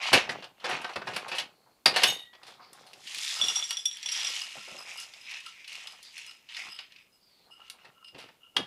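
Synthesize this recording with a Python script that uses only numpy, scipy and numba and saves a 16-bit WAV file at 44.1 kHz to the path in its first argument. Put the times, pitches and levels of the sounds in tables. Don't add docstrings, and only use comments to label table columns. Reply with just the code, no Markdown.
import sys
import numpy as np
from scipy import signal
from scipy.fft import rfft, irfft, next_fast_len
from scipy.io import wavfile
from numba import njit

SR = 44100
rng = np.random.default_rng(int(sys.argv[2]) if len(sys.argv) > 2 else 0)


def inscribe(sig):
    pcm = np.round(np.clip(np.atleast_2d(sig).T, -1, 1) * 32767)
    wavfile.write(sys.argv[1], SR, pcm.astype(np.int16))


N = 381906

# (full at [s], rise [s], hold [s], fall [s], level of the mids [dB],
# treble above 6 kHz against them, before a common trim [dB], pitch of the hollow they slide in [Hz])
GRANULE_SLIDES = [(0.02, .05, .03, 0.11, -36.5, -18, 2420), (0.07, .05, 0.0084, .1, -31, -7, 3080),
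                  (0.14, .02, .01, 0.082, -19.5, -13, 2650), (0.31, .02, 0.0077, 0.034, -44.5, 5, 2300),
                  (0.35, 0.044, 0.053, .05, -52.5, -15, 2800), (0.655, 0.023, 0.009, .05, -43.5, 6, 2437),
                  (0.72, 0.098, .01, 0.11, -34, -11, 2800), (0.82, .05, .11, .06, -53, -3, 2900),
                  (1.08, .06, .04, .15, -49.5, -2, 2800), (1.18, .05, 0.014, 0.24, -50.5, -7, 2850),
                  (1.4, .15, .01, 0.016, -38, -3, 3000), (2.0, .05, 0.0088, .04, -32.5, -7, 3100),
                  (2.05, .03, 0.06, 0.096, -37.5, -9, 3000), (2.48, .1, 0.013, .14, -55, 1, 3500),
                  (2.63, .1, 0.016, .15, -57.5, -36, 4500), (2.75, .05, 0.074, 0.16, -62.5, 5, 3600),
                  (3.1, .1, .02, .2, -44, 3.5, 2900), (3.24, .25, 0.091, .3, -37, 6.5, 3550),
                  (3.45, .1, 0.13, 0.29, -42, 7, 3410), (3.7, .05, .03, .15, -48, -6, 3200),
                  (3.93, .07, 0.09, 0.21, -52.5, 0, 3300), (4.15, .2, .08, .2, -36, -1.5, 3194),
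                  (4.27, .1, 0.11, .25, -39.5, 3, 2917), (4.5, .1, .27, 0.34, -49.5, 2.5, 2706),
                  (4.89, .1, .02, 0.29, -45.5, 2, 2400), (5.0, .1, .03, 0.093, -49.5, 9.5, 3015),
                  (5.31, .14, .06, 0.087, -42.5, -6, 2600), (5.15, .1, 0.11, .2, -56.5, 3, 2540),
                  (5.44, .05, 0.048, .2, -53, 1.5, 2900), (5.58, .1, .05, .1, -56, -4, 2295),
                  (5.69, .04, 0.085, 0.43, -47, -1.5, 2800), (6.05, .04, .01, 0.11, -53, 2, 4200),
                  (6.17, .12, 0.062, 0.19, -48.5, 0, 2700), (6.5, 0.027, .04, .1, -48.5, -14, 3100),
                  (6.58, 0.11, .03, .1, -43, -1.5, 2250), (6.65, .05, 0.018, .08, -47, -5, 2650),
                  (6.72, .05, 0.093, 0.14, -52, -19, 3100), (6.92, 0.056, 0.088, 0.11, -61.5, -24.5, 2436),
                  (7.3, .2, .15, 0.05, -72, -12.5, 3530), (7.67, .2, 0.0091, .04, -60, -8, 2900),
                  (7.79, .1, 0.056, 0.19, -64.5, -24, 2700), (8.2, .06, 0.0072, 0.15, -53, -15.5, 2900),
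                  (8.64, .1, .05, .1, -61, -4, 2700)]
# (frequency [Hz], level per Hz [dB])
GRIT_TONE = [(530, -59), (900, -4), (1400, -9.5), (1850, 2), (2270, 3.5), (3070, 0), (4960, -2.5),
             (9730, -19), (11400, -21.5), (13000, -32.5), (15900, -51)]


def grit():
    gain, treble_db, hollow_hz = under(GRANULE_SLIDES)
    fine = rms_one(grains(5000, 2.2, 900, 16000, cycles=2.5, count=12))
    coarse = rms_one(grains(900, 3.0, 1500, 12000, cycles=6.0, count=16))
    mids, treble = split(coloured(fine + .6 * coarse, GRIT_TONE), 6000)
    turn = 2 * np.pi * np.maximum(hollow_hz, 500) / SR
    r = np.exp(-np.pi * 500.0 / SR)
    first = rms_one(moving_resonance(mids, turn, r))
    second = rms_one(moving_resonance(mids, 1.75 * turn, r))
    mids = rms_one(rms_one(mids) + .9 * first - .35 * second)
    return gain * (mids + from_db(treble_db - 9.5) * rms_one(treble))


# (full at [s], hold [s], drive of upper modes [dB], of second mode [dB], of lowest modes [dB])
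POT_RUNS = [(3.36, .01, -41, -46, -47), (3.39, .04, -52, -40, -42), (3.472, 0.023, -39, -33, -44),
            (3.545, 0.052, -55, -42, -53), (3.697, 0.016, -44, -37, -50), (3.786, .01, -39.5, -54, -61),
            (3.865, .01, -52, -52, -67), (4.117, 0.051, -39, -48, -60), (4.232, 0.071, -37.5, -44, -51),
            (4.415, 0.025, -40, -40.5, -49), (4.498, 0.22, -56, -64, -54.5), (4.78, .01, -42.5, -65, -55),
            (4.964, 0.047, -49, -42, -55), (5.203, .05, -54, -64, -79), (5.454, 0.013, -49, -40, -45.5),
            (5.704, 0.091, -59, -57, -64), (5.874, .04, -52, -56, -61), (6.268, 0.048, -49.5, -47, -54),
            (6.512, 0.14, -55, -68, -62), (6.698, 0.035, -44, -44, -55.5), (6.803, 0.008, -61, -67, -66),
            (7.0, 0.021, -67.5, -69, -88), (7.125, .02, -60.5, -70, -96.5), (7.515, 0.022, -54, -45.5, -59),
            (7.598, 0.1, -75, -53.5, -56.5), (7.788, 0.096, -81, -63.5, -64.5),
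            (7.954, .08, -86, -61.5, -58.5), (8.045, 0.037, -54.5, -47, -70), (8.214, .01, -66, -79.5, -54),
            (8.414, 0.053, -85.5, -49.5, -63.5), (8.563, 0.014, -51, -45, -45)]
RUN_RISE_S, RUN_FALL_S = 0.017, 0.06
# (frequency [Hz], width [Hz], level [dB])
POT_MODES = [(1055, 80, -8), (1340, 55, 0), (2865, 90, 0), (5058, 65, 0), (7830, 60, -17), (8520, 45, -16),
             (9840, 60, -23), (10120, 60, -20), (11500, 80, -23), (12200, 45, -31)]
PATTER_FROM_S = 2.5
PATTER_DB = (-11.5, -42, -22)


def pot():
    slide = under(GRANULE_SLIDES)[0] * (np.arange(N) > PATTER_FROM_S * SR)
    drives = []
    for k, patter_db in enumerate(PATTER_DB):
        runs = under([(s, RUN_RISE_S, hold, RUN_FALL_S, db[k]) for s, hold, *db in POT_RUNS])[0]
        drives.append(runs + from_db(patter_db) * slide)
    upper, second, lowest = drives
    contacts = from_db(-5.0) * clicks(900, 4.1)
    return struck(POT_MODES, contacts, lambda hz: lowest if hz < 2000 else second if hz < 4000 else upper)


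# (time [s], level before a common trim [dB], low mids against it [dB],
# treble against it [dB], strongest ring [Hz], decay by 60 dB of the mids [s])
TRAY_KNOCKS = [(0.024, -25.5, -20, -18, 2300, 0.42), (0.1288, -7, 1, -4, 2700, 0.11),
               (0.291, -16, -0.5, -19, 1940, 0.057), (0.423, -31, -1.5, -23, 2880, 0.069),
               (0.441, -25, -9.5, -13.5, 2910, 0.037), (0.641, -21, 1.5, -22, 1740, 0.13),
               (0.6898, -29.5, 10.5, -6, 1840, 0.19), (0.598, -43, -15, -15, 3100, 0.1),
               (0.815, -34, 9, 3, 2680, 0.041), (0.844, -19.5, 5, -19, 3070, 0.039),
               (0.893, -28.5, 6, -16, 2600, 0.038), (0.9333, -31, -8, -15, 2580, 0.053),
               (0.9581, -19, 2.5, -14, 2640, 0.049), (1.016, -26, 6.5, -25, 1680, 0.038),
               (1.0705, -25, 5.5, -16, 2800, 0.094), (1.1336, -28, -8, -15, 2600, 0.16),
               (1.1618, -18.5, 2, -3, 2700, 0.052), (1.2797, -28.5, -1, -6, 2630, 0.11),
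               (1.3146, -24.5, -1, -23, 2580, 0.18), (1.3486, -31, -11, -8, 2600, 0.22),
               (1.3825, -13, -17, -13, 3000, 0.056), (1.396, -22, -16, -5, 4260, 0.034),
               (1.8572, -1.5, -5.5, -10, 4750, 0.057), (1.938, -23.5, -4, -24, 2820, 0.21),
               (1.9607, -12, -2.5, -7.5, 4240, 0.095), (2.0177, -16, -7, -32, 3340, 0.065),
               (2.033, -2.5, -9, -6.5, 3030, 0.067), (2.33, -42.5, -0.5, -35, 3230, 0.08),
               (2.351, -35, -13, -41, 3280, 0.026), (2.431, -37, -5, -10, 4870, 0.051),
               (2.466, -44, 0, -4, 4360, 0.22), (2.73, -42.5, 0, 15.5, 4720, 0.031),
               (2.8634, -47, -19, -3, 4280, 0.27), (3.389, -23, -11, -5, 3450, 0.024),
               (3.412, -33, 7, -25, 3430, 0.031), (3.4855, -35, -2, -23, 3430, .049),
               (6.788, -20, -14, -24, 2700, 0.039), (7.8452, -40, -3.5, -17, 1960, 0.084),
               (8.145, -39, -5, -28.5, 2700, 0.11), (8.1805, -40.5, -6, -8, 2640, 0.29),
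               (8.286, -40, 3, -25, 3000, 0.031), (8.565, -7.5, -7, -14, 3220, 0.042)]
KNOCK_RISE_MS, RISE_AT_HZ, RISE_POWER = 3.2, 2600, 1
# (time [s], level before the same trim [dB], treble against it [dB],
# strongest ring [Hz])
GRANULE_TICKS = [(2.9323, -33.5, -6, 2420), (3.042, -44, -5, 2480), (3.072, -25.5, -23, 2780),
                 (3.146, -21, -4, 2400), (3.182, -24, 1, 2600), (3.303, -31, -13, 4050),
                 (3.627, -34, -21, 3410), (3.707, -17, -1.5, 3350), (3.7714, -29, -8, 5440),
                 (3.854, -34, 14, 5370), (3.913, -37, -11, 3400), (3.9695, -32, -3, 3320),
                 (4.0282, -24, -10, 2290), (4.0614, -25, -23, 5900), (4.087, -18.5, -22, 5250),
                 (4.115, -36, -17, 5440), (4.1749, -31, -19, 5130), (4.368, -26, -20, 2820),
                 (4.6488, -33, -22, 2860), (4.9736, -37, 6.5, 5100), (4.999, -35, 11.5, 2880),
                 (5.1363, -31.5, -15, 2240), (5.3113, -25, -11, 2690), (5.4028, -31, -7, 3000),
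                 (5.462, -29, -5, 2830), (5.644, -29, -24, 2350), (5.678, -28, -6, 2780),
                 (5.7267, -31.5, -5, 2220), (5.752, -27.5, -8, 2450), (5.871, -27, -7.5, 2870),
                 (5.9214, -39, -2, 5060), (6.0278, -39.5, 7, 4760), (6.1794, -27, -6.5, 2300),
                 (6.264, -38.5, 4, 5160), (6.3104, -35, -10, 3030), (6.4886, -33, -35, 3030),
                 (6.5466, -27.5, -31, 3670), (6.567, -23.5, -14, 1870), (6.6864, -34, -24, 4960),
                 (6.9204, -38, -17, 2860), (6.9608, -35.5, -41.5, 2420), (6.984, -42, -29.5, 2600),
                 (7.025, -54, -30, 2390), (7.6794, -46, -8, 2800), (7.6987, -29.5, 3, 2870),
                 (8.044, -42, -26, 2770), (8.082, -38, -27, 5100)]
TICK_LOW_DB, TICK_T60_S, TICK_RISE_MS = -31, 0.037, 0.9
# (frequency [Hz], level per Hz [dB])
KNOCK_TONE = [(24, -71), (40, -41), (363, -12), (515, -5.5), (871, -4), (1240, -7), (1800, 1), (2690, 5),
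              (4550, 6), (6630, -5), (10100, 0.5), (12400, -10), (14500, -17), (15900, -33.5)]


def knocks():
    size = 9000
    out, t = np.zeros(N + size), np.arange(size) / SR
    noise = through_tray(coloured(np.resize(clicks(6000, 2.1), N + size), KNOCK_TONE), share=0.15)
    lows, rest = split(noise, 1400)
    mids, treble = split(rest, 5500)
    lows, mids, treble = rms_one(lows), rms_one(mids), rms_one(treble)
    blows = [(*row, KNOCK_RISE_MS * (RISE_AT_HZ / row[4]) ** RISE_POWER) for row in TRAY_KNOCKS]
    blows += [(s, db, TICK_LOW_DB, treble_db, hz, TICK_T60_S, TICK_RISE_MS)
              for s, db, treble_db, hz in GRANULE_TICKS]
    for s, level_db, low_db, treble_db, ring_hz, t60, rise_ms in blows:
        at = round(s * SR)
        here = slice(at, at + size)
        rise = 1 - np.exp(-t / (rise_ms / 1000))
        spot = mids[here] + 0.65 * rms_one(resonance(mids[here], ring_hz, 210.0))
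        # noise, level [dB], decay time against that of the mids
        for part, db, longer in ((lows[here], low_db, 1.4), (spot, 0, 1.0), (treble[here], treble_db, .7)):
            out[here] += part * rise * from_db(level_db + db - 10.0 - 60 * t / (t60 * longer))
    return out[:N]


# (time [s], drive of lowest mode [dB], of middle modes [dB], of modes above 5 kHz [dB])
TOOL_BOUNCES = [(2.04, -45, -45, -34), (2.08, -47, -28, -26.5), (2.15, -49.5, -42, -48),
                (2.195, -50, -46.5, -55), (2.255, -45.5, -60, -67)]
BOUNCE_RISE_S, BOUNCE_FALL_S = 0.048, 0.064
# (frequency [Hz], width [Hz], level [dB])
TOOL_MODES = [(1925, 3, -9), (2920, 35, -2), (3130, 25, -8), (3660, 24, -1), (3730, 24, -3),
              (4260, 70, -13), (5550, 35, -14), (6500, 38, -9), (7400, 40, -20), (8030, 40, -18),
              (8320, 45, -18), (8610, 45, -20), (9890, 40, -21), (10200, 50, -15), (10600, 50, -20),
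              (11400, 45, -20), (12400, 45, -19), (13700, 45, -20), (15300, 40, -32)]


def tool():
    lowest, middle, upper = [under([(s, BOUNCE_RISE_S, 0, BOUNCE_FALL_S, db[k]) for s, *db in TOOL_BOUNCES])[0]
                             for k in range(3)]
    return struck(TOOL_MODES, clicks(700, 2.5),
                  lambda hz: lowest if hz < 2400 else middle if hz < 5000 else upper)


# (time [s], bare tick before trim and filters [dB],
# drive of lowest mode [dB], of upper modes [dB])
CLINK_TOUCHES = [(3.3769, -34.5, -51, -49), (3.39, -21, -40, -46), (3.4138, -21, -20, -28),
                 (3.4233, -22, -26, -38), (3.4427, -22, -25, -26), (3.484, -20, -20.5, -21),
                 (3.557, -21.5, -26, -22.5), (3.5989, -5, -30, -38), (3.6258, -25, -27, -44),
                 (3.6404, -34, -51, -28), (3.6913, -30, -46, -33), (3.7071, -27, -51, -37),
                 (3.7281, -25, -32, -36), (3.77, -26, -27, -26.5), (3.801, -25, -51, -42),
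                 (3.8556, -22, -24, -24), (3.9133, -17, -32.5, -47), (3.9294, -36, -61, -36),
                 (3.966, -38, -56, -52), (4.01, -25, -53, -52), (4.029, -37, -48, -36),
                 (4.0598, -23, -28.5, -27.5), (4.0895, -18, -49, -33), (4.1154, -22, -51, -34),
                 (4.1222, -18, -32, -23.5), (4.155, -22, -41, -38), (4.175, -27, -43, -43),
                 (4.195, -25, -42, -34), (4.247, -20, -31, -28.5), (4.27, -19, -35, -26),
                 (4.366, -30, -54, -45), (4.4175, -30, -53, -52)]
# (frequency [Hz], level [dB], decay by 60 dB [s])
PIECE_MODES = [(3425, 4, .027), (5645, 0, .055), (7440, -10, .035), (8730, -19, .05), (9880, -21, .04),
               (10110, -16, .04), (12720, -28, .05)]


def clinks():
    s, tick_db, lowest_db, upper_db = np.transpose(CLINK_TOUCHES)
    chance_db = rng.normal(0, 1.3, (len(s), len(PIECE_MODES)))
    at = np.round(s * SR).astype(int)
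    bounces = .035 * clicks(400, 2.5)
    ticks = np.zeros(N)
    ticks[at] = from_db(tick_db - 12)
    out = split(ticks, 7000)[0]
    for k, (hz, db, t60) in enumerate(PIECE_MODES):
        drive_db = lowest_db if k == 0 else upper_db + chance_db[:, k] * (k > 1)
        hits = np.full(N, 1e-18)
        hits[at] = from_db(db + drive_db)
        hits += bounces * signal.lfilter([1], [1, -np.exp(-1 / (0.019 * SR))], hits)
        r, turn = from_db(-60 / (t60 * SR)), 2 * np.pi * hz / SR
        out += signal.lfilter([0, np.sin(turn)], [1, -2 * r * np.cos(turn), r * r], hits)
    without_bass = split(out, 2560)[1]
    return split(without_bass, 10700)[0]


# (time [s], level before a common trim [dB], ring [Hz],
# decay by 60 dB [s])
HOLLOW_BUMPS = [(1.66, -48, 904, 0.15), (2.347, -42, 775, 0.067), (2.594, -38, 1000, 0.19),
                (2.851, -47.5, 723, 0.39), (3.175, -53, 930, 0.08), (3.585, -33, 1080, 0.13),
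                (3.703, -37.5, 1090, 0.16), (4.053, -41.5, 894, 0.13), (4.086, -50, 1010, 0.08),
                (4.16, -33, 1030, 0.076), (4.553, -32.5, 540, 0.042), (4.574, -40.5, 190, 0.11),
                (4.677, -33.5, 560, 0.085), (4.71, -38, 620, 0.067), (4.745, -37, 560, 0.12),
                (4.72, -42, 200, 0.12), (5.32, -47, 1040, 0.097), (5.713, -53, 869, 0.07),
                (5.938, -47, 816, 0.09), (6.598, -53, 856, 0.067), (6.647, -40, 1070, 0.09),
                (6.656, -51, 250, 0.13), (7.394, -51.5, 494, 0.1), (7.469, -50.5, 921, 0.092),
                (7.739, -48, 895, 0.14), (7.841, -43, 616, 0.074), (8.137, -45, 121, 0.12),
                (8.152, -41, 221, 0.12)]


def bumps():
    size = 9000
    out, t = np.zeros(N + size), np.arange(size) / SR
    for s, level_db, ring_hz, t60 in HOLLOW_BUMPS:
        push = split(rng.standard_normal(size), 1630)[0]
        body = rms_one(resonance(push, ring_hz, 0.4 * ring_hz))
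        at = round(s * SR)
        rise = 1 - np.exp(-t / 0.0031)
        out[at:at + size] += body * rise * from_db(level_db - 10 - 60 * t / t60)
    return out[:N]


# (full at [s], rise [s], hold [s], fall [s],
# level above 350 Hz [dB], bass below 350 Hz against it, before a common trim [dB])
WALL_RUBS = [(0.03, 0.14, 0.095, .1, -40, -27), (0.14, 0.047, 0.0057, 0.071, -27.5, 3.5),
             (0.31, 0.3, 0.0054, 0.16, -48.5, 5.5), (0.65, 0.055, 0.022, .1, -43, -12),
             (0.72, 0.11, .01, 0.2, -40, -6.5), (0.91, 0.074, 0.0083, 0.051, -47.5, -19),
             (0.96, 0.007, 0.015, 0.11, -57.5, 21.5), (1.08, 0.091, 0.046, 0.31, -51.5, 3),
             (1.24, 0.14, 0.026, .1, -49.5, -7.5), (1.4, 0.079, .01, 0.19, -61, 2.5),
             (1.71, 0.28, 0.0069, .16, -71, 0), (1.87, .01, .03, 0.15, -65, 24),
             (2.05, 0.058, 0.05, 0.1, -43, -0.5), (2.41, 0.081, 0.45, .2, -62.5, -8),
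             (2.485, .01, 0.023, .04, -63.5, 11), (2.8, 0.18, .01, 0.22, -63.5, 0),
             (2.92, .02, 0.061, 0.12, -69.5, 13.5), (3.04, 0.022, 0.023, .06, -73.5, 12),
             (3.18, 0.17, 0.0078, 0.11, -56, -9), (3.35, 0.13, 0.036, .1, -55, -19),
             (3.4, .02, 0.12, 0.1, -50, -3), (3.57, 0.12, 0.023, 0.16, -57, -30),
             (3.7, .1, .05, 0.37, -66, -15), (4.07, .04, 0.12, .1, -66, -8),
             (4.2, 0.079, 0.099, 0.34, -52.5, -17), (4.23, .03, .07, .04, -61, 5),
             (4.58, .1, .01, 0.036, -56, -2), (4.73, 0.059, 0.082, 0.034, -58, -2),
             (4.8, 0.21, 0.056, 0.62, -54.5, -16), (5.35, .1, 0.0092, 0.078, -60, -29),
             (5.72, .03, 0.07, 0.11, -62.5, -13), (5.85, 0.12, 0.081, .1, -58, -24),
             (6.0, .05, .1, .1, -73, -15), (6.27, .05, .06, 0.085, -71, -20),
             (6.6, .06, .03, 0.14, -54.5, -21), (6.67, .02, 0.025, 0.034, -61, 7),
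             (7.47, .1, .04, 0.053, -70, -2.5), (7.6, 0.085, 0.035, .05, -64.5, -18.5),
             (7.74, 0.1, 0.074, 0.11, -67.5, -10.5), (7.86, 0.035, 0.033, 0.094, -67, 2),
             (8.15, 0.032, 0.012, 0.19, -61, 6.5), (8.59, 0.032, 0.0072, 0.06, -60, 22.5)]
# (frequency [Hz], level per Hz [dB])
RUB_TONE = [(24, -71.5), (40, -37), (137, -11), (293, -12.5), (421, -6), (671, 5.5), (784, 12), (1020, 7),
            (1320, 9), (2500, -2.5), (3250, -35), (5500, -120)]


def rub():
    gain, bass_db = under(WALL_RUBS)
    contacts = coloured(grains(1500, 3.9, 58, 2800, cycles=2.2, count=14), RUB_TONE)
    bass, mids = split(through_tray(contacts, share=0.36), 350)
    return gain * (rms_one(mids) + from_db(bass_db - 0.5) * rms_one(bass))


# (frequency [Hz], width [Hz], level [dB])
TRAY_MODES = [(510, 300, -4.5), (1075, 25, 0.5), (1204, 23, -2.5), (1360, 7.7, -15.5), (1410, 5.7, -11),
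              (2110, 46, -1.5), (2630, 120, 2), (2910, 110, 14), (3170, 120, -1.5), (4370, 42, -15),
              (4800, 15, -15), (5060, 46, -12), (12400, 900, -0.5)]


def through_tray(x, share):
    ringing = sum(from_db(db) * resonance(x, hz, width) for hz, width, db in TRAY_MODES)
    return rms_one(x + share * rms_one(ringing))


# (full at [s], rise [s], hold [s], fall [s], level [dB], pitch [Hz])
AIRY_SWISHES = [(1.52, .1, 0.24, .15, -74.5, 4320), (2.62, 0.033, 0.053, .1, -66, 4750),
                (5.53, .05, 0.092, 0.11, -57, 2250), (6.04, .03, 0.045, 0.097, -57, 4740),
                (7.23, 0.046, 0.018, .3, -66, 4770), (7.33, .25, 0.022, .3, -71, 4380),
                (7.43, 0.38, .04, 0.072, -69.5, 4140)]
SWISH_WIDTH_HZ = 600.0


def swishes():
    gain, hz = under(AIRY_SWISHES)
    turn, r = 2 * np.pi * np.maximum(hz, 500) / SR, np.exp(-np.pi * SWISH_WIDTH_HZ / SR)
    once = moving_resonance(rng.standard_normal(N), turn, r)
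    return gain * rms_one(moving_resonance(once, turn, r))


# (frequency [Hz], decay by 60 dB [s])
ECHO_DECAY = [(100, 0.15), (1000, .25), (4000, 0.19), (12000, 0.15)]
ECHO_DB = -7


def terrace(x):
    t, tail = np.arange(SR // 2) / SR, 0
    edges = 60 * 2 ** np.arange(0, 8.6, .5)
    for low, high in zip(edges, np.minimum(edges[1:], .45 * SR)):
        bandpass = signal.butter(2, [low, high], "band", fs=SR, output="sos")
        band = signal.sosfilt(bandpass, rng.standard_normal(len(t)))
        tail = tail + band * from_db(-60 * t / at_hz(ECHO_DECAY, np.sqrt(low * high)))
    tail *= t > .003
    return signal.fftconvolve(x, tail / np.sqrt(np.sum(tail ** 2)))[:N]


# (frequency [Hz], level per Hz [dB])
AIR_TONE = [(8.8, -39.5), (15, -12.5), (195, -3), (496, -5), (1340, -9), (1840, -17), (2130, -11),
            (3500, -13), (5110, -15.5), (15900, -17.5)]
AIR_DB = -70


def outdoor_air():
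    return from_db(AIR_DB) * coloured(rng.standard_normal(N), AIR_TONE)


def struck(modes, hits, favour):
    strength, out = rng.uniform(.3, 1.5, N), 0
    for k, (hz, width, db) in enumerate(modes):
        drive = hits * favour(hz) * np.roll(strength, k) + 1e-18
        soft = resonance(drive, hz, hz / 8) * np.sqrt(np.pi * hz / 8 / SR)
        out = out + from_db(db) * resonance(soft, hz, width)
    return out


def grains(per_s, spread_db, low_hz, high_hz, cycles, count):
    hits, dealt = clicks(per_s, spread_db), rng.integers(0, count, N)
    out = 0
    for k, hz in enumerate(np.geomspace(low_hz, high_hz, count)):
        out = out + np.sqrt(hz) * resonance(hits * (dealt == k) + 1e-18, hz, hz / cycles)
    return out


def clicks(per_s, spread_db):
    sizes = from_db(spread_db * np.minimum(rng.exponential(1, N), 5)) * rng.choice([-1, 1], N)
    return rms_one(sizes * (rng.random(N) < per_s / SR)) + 1e-18


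RISE_DB, FALL_DB = 25, 20


def surges(s, rise, hold, fall, db):
    t = np.arange(0, N / SR + .002, .001)[:, None]
    early, late = np.maximum(s - t, 0), np.maximum(t - s - hold, 0)
    power = from_db(db - RISE_DB * early / rise - FALL_DB * late / fall) ** 2
    return power, t[:, 0]


def under(rows):
    s, rise, hold, fall, db, *columns = np.transpose(rows)
    power, t = surges(s, rise, hold, fall, db)
    total = power.sum(axis=1) + 1e-30
    curves = [np.sqrt(total)] + [(power @ column) / total for column in columns]
    return [np.interp(np.arange(N) / SR, t, curve) for curve in curves]


def resonance(x, hz, width_hz):
    r = np.exp(-np.pi * width_hz / SR)
    feed = np.sqrt((1 - r * r) / 2) * np.array([1, 0, -1])
    return signal.lfilter(feed, [1, -2 * r * np.cos(2 * np.pi * hz / SR), r * r], x)


@njit
def moving_resonance(x, turn, r):
    y = np.zeros(len(x))
    for i in range(2, len(x)):
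        y[i] = x[i] - x[i - 2] + 2 * r * np.cos(turn[i]) * y[i - 1] - r * r * y[i - 2]
    return y


def coloured(x, points):
    size = next_fast_len(len(x))
    gain = from_db(at_hz(points, np.fft.rfftfreq(size, 1 / SR)))
    return rms_one(irfft(rfft(x, size) * gain, size)[:len(x)])


def at_hz(points, hz):
    points_hz, values = np.transpose(points)
    return np.interp(np.log(np.maximum(hz, 1)), np.log(points_hz), values)


def split(x, hz):
    return [signal.sosfilt(signal.butter(4, hz, side, fs=SR, output="sos"), x) for side in ("low", "high")]


def rms_one(x):
    return x / np.sqrt(np.mean(x ** 2) + 1e-20)


def from_db(db):
    return 10 ** (np.asarray(db) / 20)


def scene():
    granules = grit()
    blows = pot() + knocks() + tool() + clinks() + bumps()
    echo = from_db(ECHO_DB) * terrace(blows + 0.68 * granules)
    return (granules + blows + rub() + swishes() + echo + outdoor_air())[None]


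def record(dry):
    rounded = .9 * np.tanh(dry / .9)
    top_cut = signal.cheby2(14, 70, 16350, fs=SR, output="sos")
    return signal.sosfilt(top_cut, rounded)


dry = scene()
out = record(dry)
inscribe(out)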